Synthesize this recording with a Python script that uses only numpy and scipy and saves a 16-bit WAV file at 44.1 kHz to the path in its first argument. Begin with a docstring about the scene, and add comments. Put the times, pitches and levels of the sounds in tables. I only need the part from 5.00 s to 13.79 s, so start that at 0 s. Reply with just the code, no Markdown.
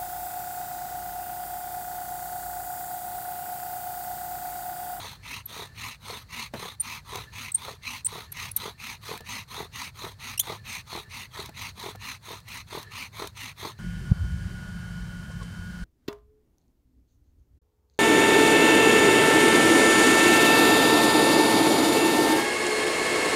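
"""A bow drill is sawn back and forth over a low outdoor rumble, its wooden spindle grinding in a fireboard.
It opens on a pull, the spindle juddering in its socket; the grind stops as the bow turns, with a faint
hollow rub, and the push follows, rasping and groaning. Through the first five seconds or so the strokes
quicken and the spindle sometimes sticks and squeaks at a turn. The sawing then holds its pace to the end,
with the odd knock and tick from the gear along the way."""
import sys
import numpy as np
from scipy import signal
from scipy.fft import rfft, irfft, next_fast_len
from scipy.io import wavfile
from scipy.ndimage import uniform_filter1d, map_coordinates

SR = 44100
rng = np.random.default_rng(int(sys.argv[2]) if len(sys.argv) > 2 else 0)


def log_audio(samples):
    """Write samples as a 16-bit WAV file to the path given in sys.argv[1]."""
    # one column per channel
    frames = np.atleast_2d(samples).T
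    # limit to full scale, then quantise
    limited = np.clip(frames, -1, 1)
    pcm = np.round(limited * 32767).astype(np.int16)
    wavfile.write(sys.argv[1], SR, pcm)


N = 387638

# The cycles of the bow. Each row: pull start and push start in seconds, then the relative levels in dB
# of the pull, the push and the hollow ring between them.
BOW = [(-0.082, 0.203, -39, -37.5, -63.0), (0.444, 0.723, -38, -36.5, -58),
       (0.985, 1.268, -38.5, -35, -75.0), (1.509, 1.785, -38.5, -36.6, -76.0),
       (2.03, 2.296, -39, -36.5, -55), (2.539, 2.797, -39.5, -36, -66.0), (3.036, 3.307, -40, -36, -58.5),
       (3.537, 3.759, -37.5, -36, -63), (3.996, 4.223, -37.5, -35, -54), (4.461, 4.698, -37.1, -35, -69.0),
       (4.925, 5.167, -39.5, -36.5, -69.0), (5.391, 5.618, -38.5, -35, -59.0),
       (5.844, 6.071, -38.5, -37.3, -54.5), (6.293, 6.52, -40.5, -36.5, -60), (6.739, 6.969, -38, -37, -57),
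       (7.199, 7.437, -40.5, -38.0, -63.0), (7.651, 7.879, -40.0, -37, -49.5),
       (8.107, 8.327, -39, -36.5, -74.0), (8.547, 8.759, -38, -39, -62)]


def amp(db):
    """Decibels to gain."""
    return 10 ** (np.asarray(db) / 20)


def unit(x):
    """x at rms 1."""
    return x / np.sqrt(np.mean(x ** 2) + 1e-20)


def wobble(rate):
    """A smooth random curve, rate knots a second."""
    knots = rng.standard_normal(int(N * rate / SR) + 4)
    return map_coordinates(knots, [np.arange(N) * rate / SR])


def filtered(x, response):
    """x through an EQ, given as gain against frequency."""
    size = next_fast_len(len(x) + 8192)
    return irfft(rfft(x, size) * response(np.fft.rfftfreq(size, 1 / SR)), size)[:len(x)]


def coloured(x, colour, resonances=()):
    """x shaped by an EQ curve and resonant humps, at rms 1."""
    def response(f):
        points_hz, points_db = np.transpose(colour)
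        curve = np.interp(np.log(f + 1), np.log(points_hz), points_db)
        humps = sum(db * np.exp(-2 * ((f - hz) / width) ** 2) for hz, width, db in resonances)
        return amp(curve + humps)
    return unit(filtered(x, response))


def add(track, start_s, sound):
    """Mix a sound into the track."""
    part = track[round(start_s * SR):][:len(sound)]
    part += sound[:len(part)]


def blow(colour, t60, rise_s=0.00042):
    """A noise burst that dies quickly in damped wood, at rms 1 over its first 10 ms."""
    t = np.arange(SR // 6) / SR
    envelope = amp(-60 * t / t60) * (1 - np.exp(-t / rise_s))
    burst = coloured(rng.standard_normal(len(t)), colour) * envelope
    return burst / np.std(burst[:SR // 100])


def reversals():
    """The seconds at which the bow stops and turns: pulls begin at the even ones, pushes at the odd."""
    last_stop_s = 8.988
    return np.append(np.array(BOW)[:, :2].ravel(), last_stop_s)


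def stroke(skew, pushing):
    """Speed (0-1) and gain of the pulls or pushes: half sines from rest to rest, late if skew > 1."""
    stops = reversals()
    position = np.interp(np.arange(N) / SR, stops, np.arange(len(stops)))
    index, progress = position.astype(int), position % 1
    speed = np.sin(np.pi * progress ** skew) * (index % 2 == pushing)
    levels_db = np.array(BOW)[:, 2:4].ravel()
    return speed, amp(levels_db[index])


def outdoors(level_db, swell_db):
    """The bed: distant rumble with a low drone in it, and a faint, thin hiss."""
    # The EQ of the bed. Each row: frequency in Hz, level in dB.
    colour = [(20, -49), (35, -28), (52, -2.5), (80, -0.5), (103, 2), (135, -2.5), (200, -15), (300, -26),
              (700, -28.5), (1800, -28.5), (3200, -40), (4300, -28), (5200, -37.5), (16000, -45)]
    drone, hiss = (103, 11, 3.7), (4300, 260, 3.1)  # centre Hz, width Hz, lift dB
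    return amp(level_db + swell_db * wobble(4)) * coloured(rng.standard_normal(N), colour, [drone, hiss])


def hollow_ring(gain_db, spread_s, lead_s):
    """A faint, hollow rub swells and fades around the turn from pull to push."""
    # The peaks that make it hollow. Each row: centre in Hz, width in Hz, lift in dB.
    peaks = [(407, 160, 23), (1770, 140, 23.5), (2730, 140, 8), (4000, 130, 14), (4280, 350, 14)]
    colour = [(300, -15), (1200, 3), (4500, -9.5), (7000, -16), (16000, -26.5)]
    t = np.arange(N) / SR
    swell = sum(amp(db) * np.exp(-.5 * ((t - turn + lead_s) / spread_s) ** 2) for _, turn, _, _, db in BOW)
    return amp(gain_db) * swell * coloured(rng.standard_normal(N), colour, peaks)


def knocks_and_ticks(knock_db):
    """Bow and spindle knock dully on the board; cord and wood fibre give dry, bright ticks."""
    # The knocks. Each row: start in seconds, relative level in dB, t60 in seconds.
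    knocks = [(1.5368, -28.5, 0.11), (4.205, -40, 0.055), (6.489, -38.5, 0.062), (6.950, -38, 0.045)]
    # The board's dull tone. Each row: frequency in Hz, level in dB.
    board = [(40, -22.5), (100, 5), (340, -2), (630, -0.5), (1050, -10), (1400, -11), (2400, -15),
             (5000, -29), (16000, -36)]
    # The ticks. Each row: start in seconds, level in dB.
    ticks = [(2.157, -38), (3.067, -44), (3.324, -47), (4.176, -43), (4.207, -50), (5.729, -43),
             (6.459, -44), (6.493, -51), (6.957, -52), (7.402, -56), (7.486, -48), (7.829, -46),
             (8.273, -40)]
    bright = [(300, -13), (1500, -3), (4000, 0), (8000, -5), (16000, -8)]
    out = np.zeros(N)
    for start, db, t60 in knocks:
        add(out, start, amp(db + knock_db) * blow(board, t60, rise_s=0.00072))
    for start, db in ticks:
        add(out, start, amp(db) * blow(bright, t60=.015))
    return out


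def ringing(x, t60):
    """A crowd of small wood modes gives x a short, dying tail."""
    t = np.arange(SR // 8) / SR
    tail = rng.standard_normal(len(t)) * amp(-60 * t / t60)
    return signal.fftconvolve(x, tail / np.linalg.norm(tail))[:N]


def squeaks(gain_db, waver, rough_db, rasp_db, ring_db, ring_t60):
    """The spindle sticks and slips for a few milliseconds: a rough, gliding chirp rings in the wood."""
    # The chirps. Each row: start and length in seconds, first and last pitch in Hz, relative level
    # in dB, overtones in dB against the fundamental.
    chirps = [(0.456, .0122, 11780, 11570, -30, -11), (1.798, .0198, 9060, 9150, -19.5, -49),
              (1.809, .0155, 11530, 11590, -36, -7), (2.518, .0075, 8710, 7700, -27.5, -10),
              (2.543, .02, 8330, 9300, -16.5, -20), (3.046, .0079, 8550, 8350, -24.5, -25),
              (3.051, 0.014, 7700, 8000, -25, -10), (3.06, .014, 8570, 9250, -19, -24),
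              (3.318, 0.013, 11610, 11570, -33, -3.5), (3.513, .0075, 10600, 10350, -31, -2),
              (3.5626, .0061, 13130, 12930, -16, -20), (3.564, 0.013, 8700, 9380, -26.5, 0),
              (5.376, 0.009, 2910, 2630, -33.5, -1), (5.3932, 0.013, 2990, 3494, -25.3, 2.5),
              (5.404, 0.014, 3600, 3430, -32, -2)]
    # The spindle's high modes, excited by the rasp. Each row: centre in Hz, width in Hz, lift in dB.
    modes = [(3950, 400, 12.5), (5950, 600, 9), (8900, 900, 13), (11250, 700, 10), (13600, 1100, 8)]
    colour = [(900, -34.5), (1900, -9), (5000, -10.5), (9000, -1.0), (16000, -2.5)]
    out, drift, roughness = np.zeros(N), wobble(700), amp(rough_db * wobble(450))
    rasp = coloured(rng.standard_normal(N), colour, modes)
    for start, length, first_hz, last_hz, db, overtone_db in chirps:
        progress = np.linspace(0, 1, int(length * SR))
        span = slice(round(start * SR), round(start * SR) + len(progress))
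        harsh = amp(overtone_db)  # harsher squeaks waver more and carry more rasp
        glide_hz = first_hz + (last_hz - first_hz) * progress
        hz = glide_hz * (1 + waver * (1 + 2.5 * harsh) * drift[span])
        phase = 2 * np.pi * np.cumsum(hz) / SR
        overtones = sum(np.sin(k * phase) * (k * hz < SR / 2) for k in range(2, 5))
        tone = np.sqrt(2) * (np.sin(phase) + harsh * overtones)
        grit = (amp(rasp_db) + harsh ** 2) * rasp[span]
        envelope = np.abs(np.sin(np.pi * progress ** 0.9)) * roughness[span]
        add(out, start, amp(db + gain_db) * envelope * (tone + grit))
    return out + amp(ring_db) * ringing(out, ring_t60)


def judder(boom_db, clack_db, clack_t60, rise_s, scatter_db):
    """At the height of each pull the spindle thumps four times, once a revolution: a boom and a clack."""
    # The judders. Each row: time of the central thump in seconds, its relative level in dB.
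    judders = [(0.044, -42.5), (0.592, -36.5), (1.098, -37), (1.625, -34.5), (2.153, -36), (2.682, -36),
               (3.152, -35.5), (3.655, -34.5), (4.112, -28.5), (4.602, -32.5), (5.04, -35), (5.497, -28.5),
               (5.95, -31), (6.391, -35), (6.86, -32.5), (7.305, -38), (7.748, -32.5), (8.219, -33),
               (8.649, -32)]
    # The fireboard's low modes. Each row: nominal pitch in Hz, relative level in dB, t60 in seconds.
    modes = [(157, -8.5, 0.069), (396, -3.5, 0.049), (441.3, -1, 0.045), (665, -8, 0.07)]
    # The spindle's woody clack. Each row: frequency in Hz, level in dB.
    clack = [(200, -15), (600, -13), (930, 4), (1250, -3), (1550, -19), (2000, -8), (2900, -24),
             (3900, -12), (5200, -24), (16000, -44)]
    revolutions_per_stroke = 9.8
    build_db, fade_db = 7, 3.5  # drop one thump before and one after the centre
    sag_per_s, in_tune_s = .018, 4.8  # the boom sinks slowly in pitch as drilling goes on
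    out, t, stops = np.zeros(N), np.arange(SR // 10) / SR, reversals()
    attack = 1 - np.exp(-t / rise_s)
    for centre, peak_db in judders:
        stroke_s = np.diff(stops)[np.searchsorted(stops, centre) - 1]
        tuning = 1 - sag_per_s * (centre - in_tune_s)
        for k in (-1, 0, 1, 2):
            start = centre + k * stroke_s / revolutions_per_stroke
            db = peak_db - (build_db if k < 0 else fade_db) * k ** 2 + rng.normal(0, scatter_db)
            boom = np.zeros(len(t))
            for hz, mode_db, t60 in modes:
                decay = amp(mode_db + rng.normal(0, 1.9) - 60 * t / t60)
                pitch_hz = hz * tuning * (1 + rng.normal(0, 0.053))
                boom += decay * np.sin(2 * np.pi * pitch_hz * t)
            add(out, start, amp(db + boom_db) * boom * attack)
            add(out, start, amp(db + clack_db) * blow(clack, clack_t60, rise_s))
    return out


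def groan(speed, top_hz, gain_db, blur_rate):
    """The spindle groans, low and hoarse, rising and falling in pitch with its speed."""
    phase = 2 * np.pi * np.cumsum(top_hz * speed) / SR
    hoarse = wobble(blur_rate) * np.sin(phase) + wobble(blur_rate) * np.cos(phase)
    return amp(gain_db) * speed * unit(hoarse)


def fibres(per_second, spread_db):
    """Wood fibres snap at random with scattered strengths, over an equally strong smooth rub of dust."""
    snaps = (rng.random(N) < per_second / SR) * rng.standard_normal(N)
    snaps *= amp(spread_db * np.clip(rng.standard_normal(N), -2, 2))
    return unit(unit(snaps) + rng.standard_normal(N))


def patchy(x, depth_db):
    """The contact patch wanders, so each band swells and fades on its own."""
    bands = signal.stft(x, nperseg=512)[2]
    swells = uniform_filter1d(rng.standard_normal(bands.shape), 4, axis=0)  # smooth across frequency
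    swells = uniform_filter1d(swells, 7, axis=1)  # and over time
    return signal.istft(bands * amp(depth_db * unit(swells)), nperseg=512)[1][:N]


def grinding(speed, colour, gain_db, easing, spin_hz, lobe_db, flutter_db, slow_treble_db):
    """Friction grows with speed, eases near the top and pulses as the out-of-round spindle spins."""
    # The resonances of spindle and board. Each row: centre in Hz, width in Hz, lift in dB.
    wood = [(406, 50, 5.5), (962, 224, 10), (1258, 190, 4.5), (4073, 630, 7.5), (6326, 810, 9.5),
            (8990, 1300, 8), (11450, 950, 6), (13800, 900, 3.5)]
    stick_speed, treble_hz = .19, 5000  # below this share of top speed the spindle hardly slips
    force = speed ** 2 / np.sqrt(1 + easing * speed ** 4)
    slipping = speed ** 4 / (speed ** 4 + stick_speed ** 4)
    angle = 2 * np.pi * np.cumsum(spin_hz * speed * amp(0.919 * wobble(10))) / SR
    contact = amp(lobe_db * (np.sin(angle) + np.sin(2 * angle)) + flutter_db * wobble(190))
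    grain = patchy(contact * fibres(per_second=7000, spread_db=1.0), depth_db=2.5)
    scrape = coloured(grain, colour, wood)
    treble = filtered(scrape, lambda f: f ** 4 / (f ** 4 + treble_hz ** 4))
    shelf = amp(slow_treble_db * (1 - speed))  # flat at top speed
    return amp(gain_db) * force * slipping * (scrape + (shelf - 1) * treble)


def pulls():
    """The pull spins the spindle in a full-bodied grind, a little brighter at its slow ends."""
    # The friction's EQ on the pull. Each row: frequency in Hz, level in dB.
    colour = [(60, -37), (200, 3), (330, -9), (620, -7.5), (1250, -1), (1550, -5), (2100, 0.5), (2550, -2),
              (2950, -5.5), (3450, 1), (5200, -11), (7800, -17), (16000, -17)]
    speed, gain = stroke(skew=0.93, pushing=False)
    return gain * grinding(speed, colour, gain_db=0.27, easing=0.089, spin_hz=38.0,
                           lobe_db=1.36, flutter_db=1.03, slow_treble_db=2)


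def pushes():
    """The push spins it back in a thinner rasp that brightens with speed, over a groan."""
    # The friction's EQ on the push. Each row: frequency in Hz, level in dB.
    colour = [(60, -30), (140, -11), (240, -8), (340, -20), (560, -19), (1250, -7.5), (1550, -13),
              (2000, -0.5), (2650, 0.95), (3100, -8), (4400, -10.5), (5200, -12.5), (7800, -21),
              (16000, -22)]
    speed, gain = stroke(skew=1.05, pushing=True)
    rasp = grinding(speed, colour, gain_db=2, easing=1.12, spin_hz=35.47,
                    lobe_db=1.31, flutter_db=0.85, slow_treble_db=-2)
    return gain * (rasp + groan(speed, top_hz=250.3, gain_db=-19, blur_rate=70))


def scene():
    """The mono mix: the drill close and dry over the outdoor bed, with no walls to answer."""
    drill = pulls() + pushes()
    drill += judder(boom_db=4.2, clack_db=-5, clack_t60=0.052, rise_s=0.0022, scatter_db=1.8)
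    drill += squeaks(gain_db=-1.5, waver=0.0068, rough_db=1.5, rasp_db=-22.5, ring_db=-20, ring_t60=0.12)
    drill += knocks_and_ticks(knock_db=-4)
    drill += hollow_ring(gain_db=-1.5, spread_s=.036, lead_s=0.0043)
    return (drill + outdoors(level_db=-50.5, swell_db=1.24))[None]


def record(dry):
    """A steep low-pass takes off the very top."""
    cutoff_hz = 16100
    return filtered(dry[0], lambda hz: 1 / (1 + (hz / cutoff_hz) ** 120))[None]


dry = scene()
out = record(dry)
log_audio(out)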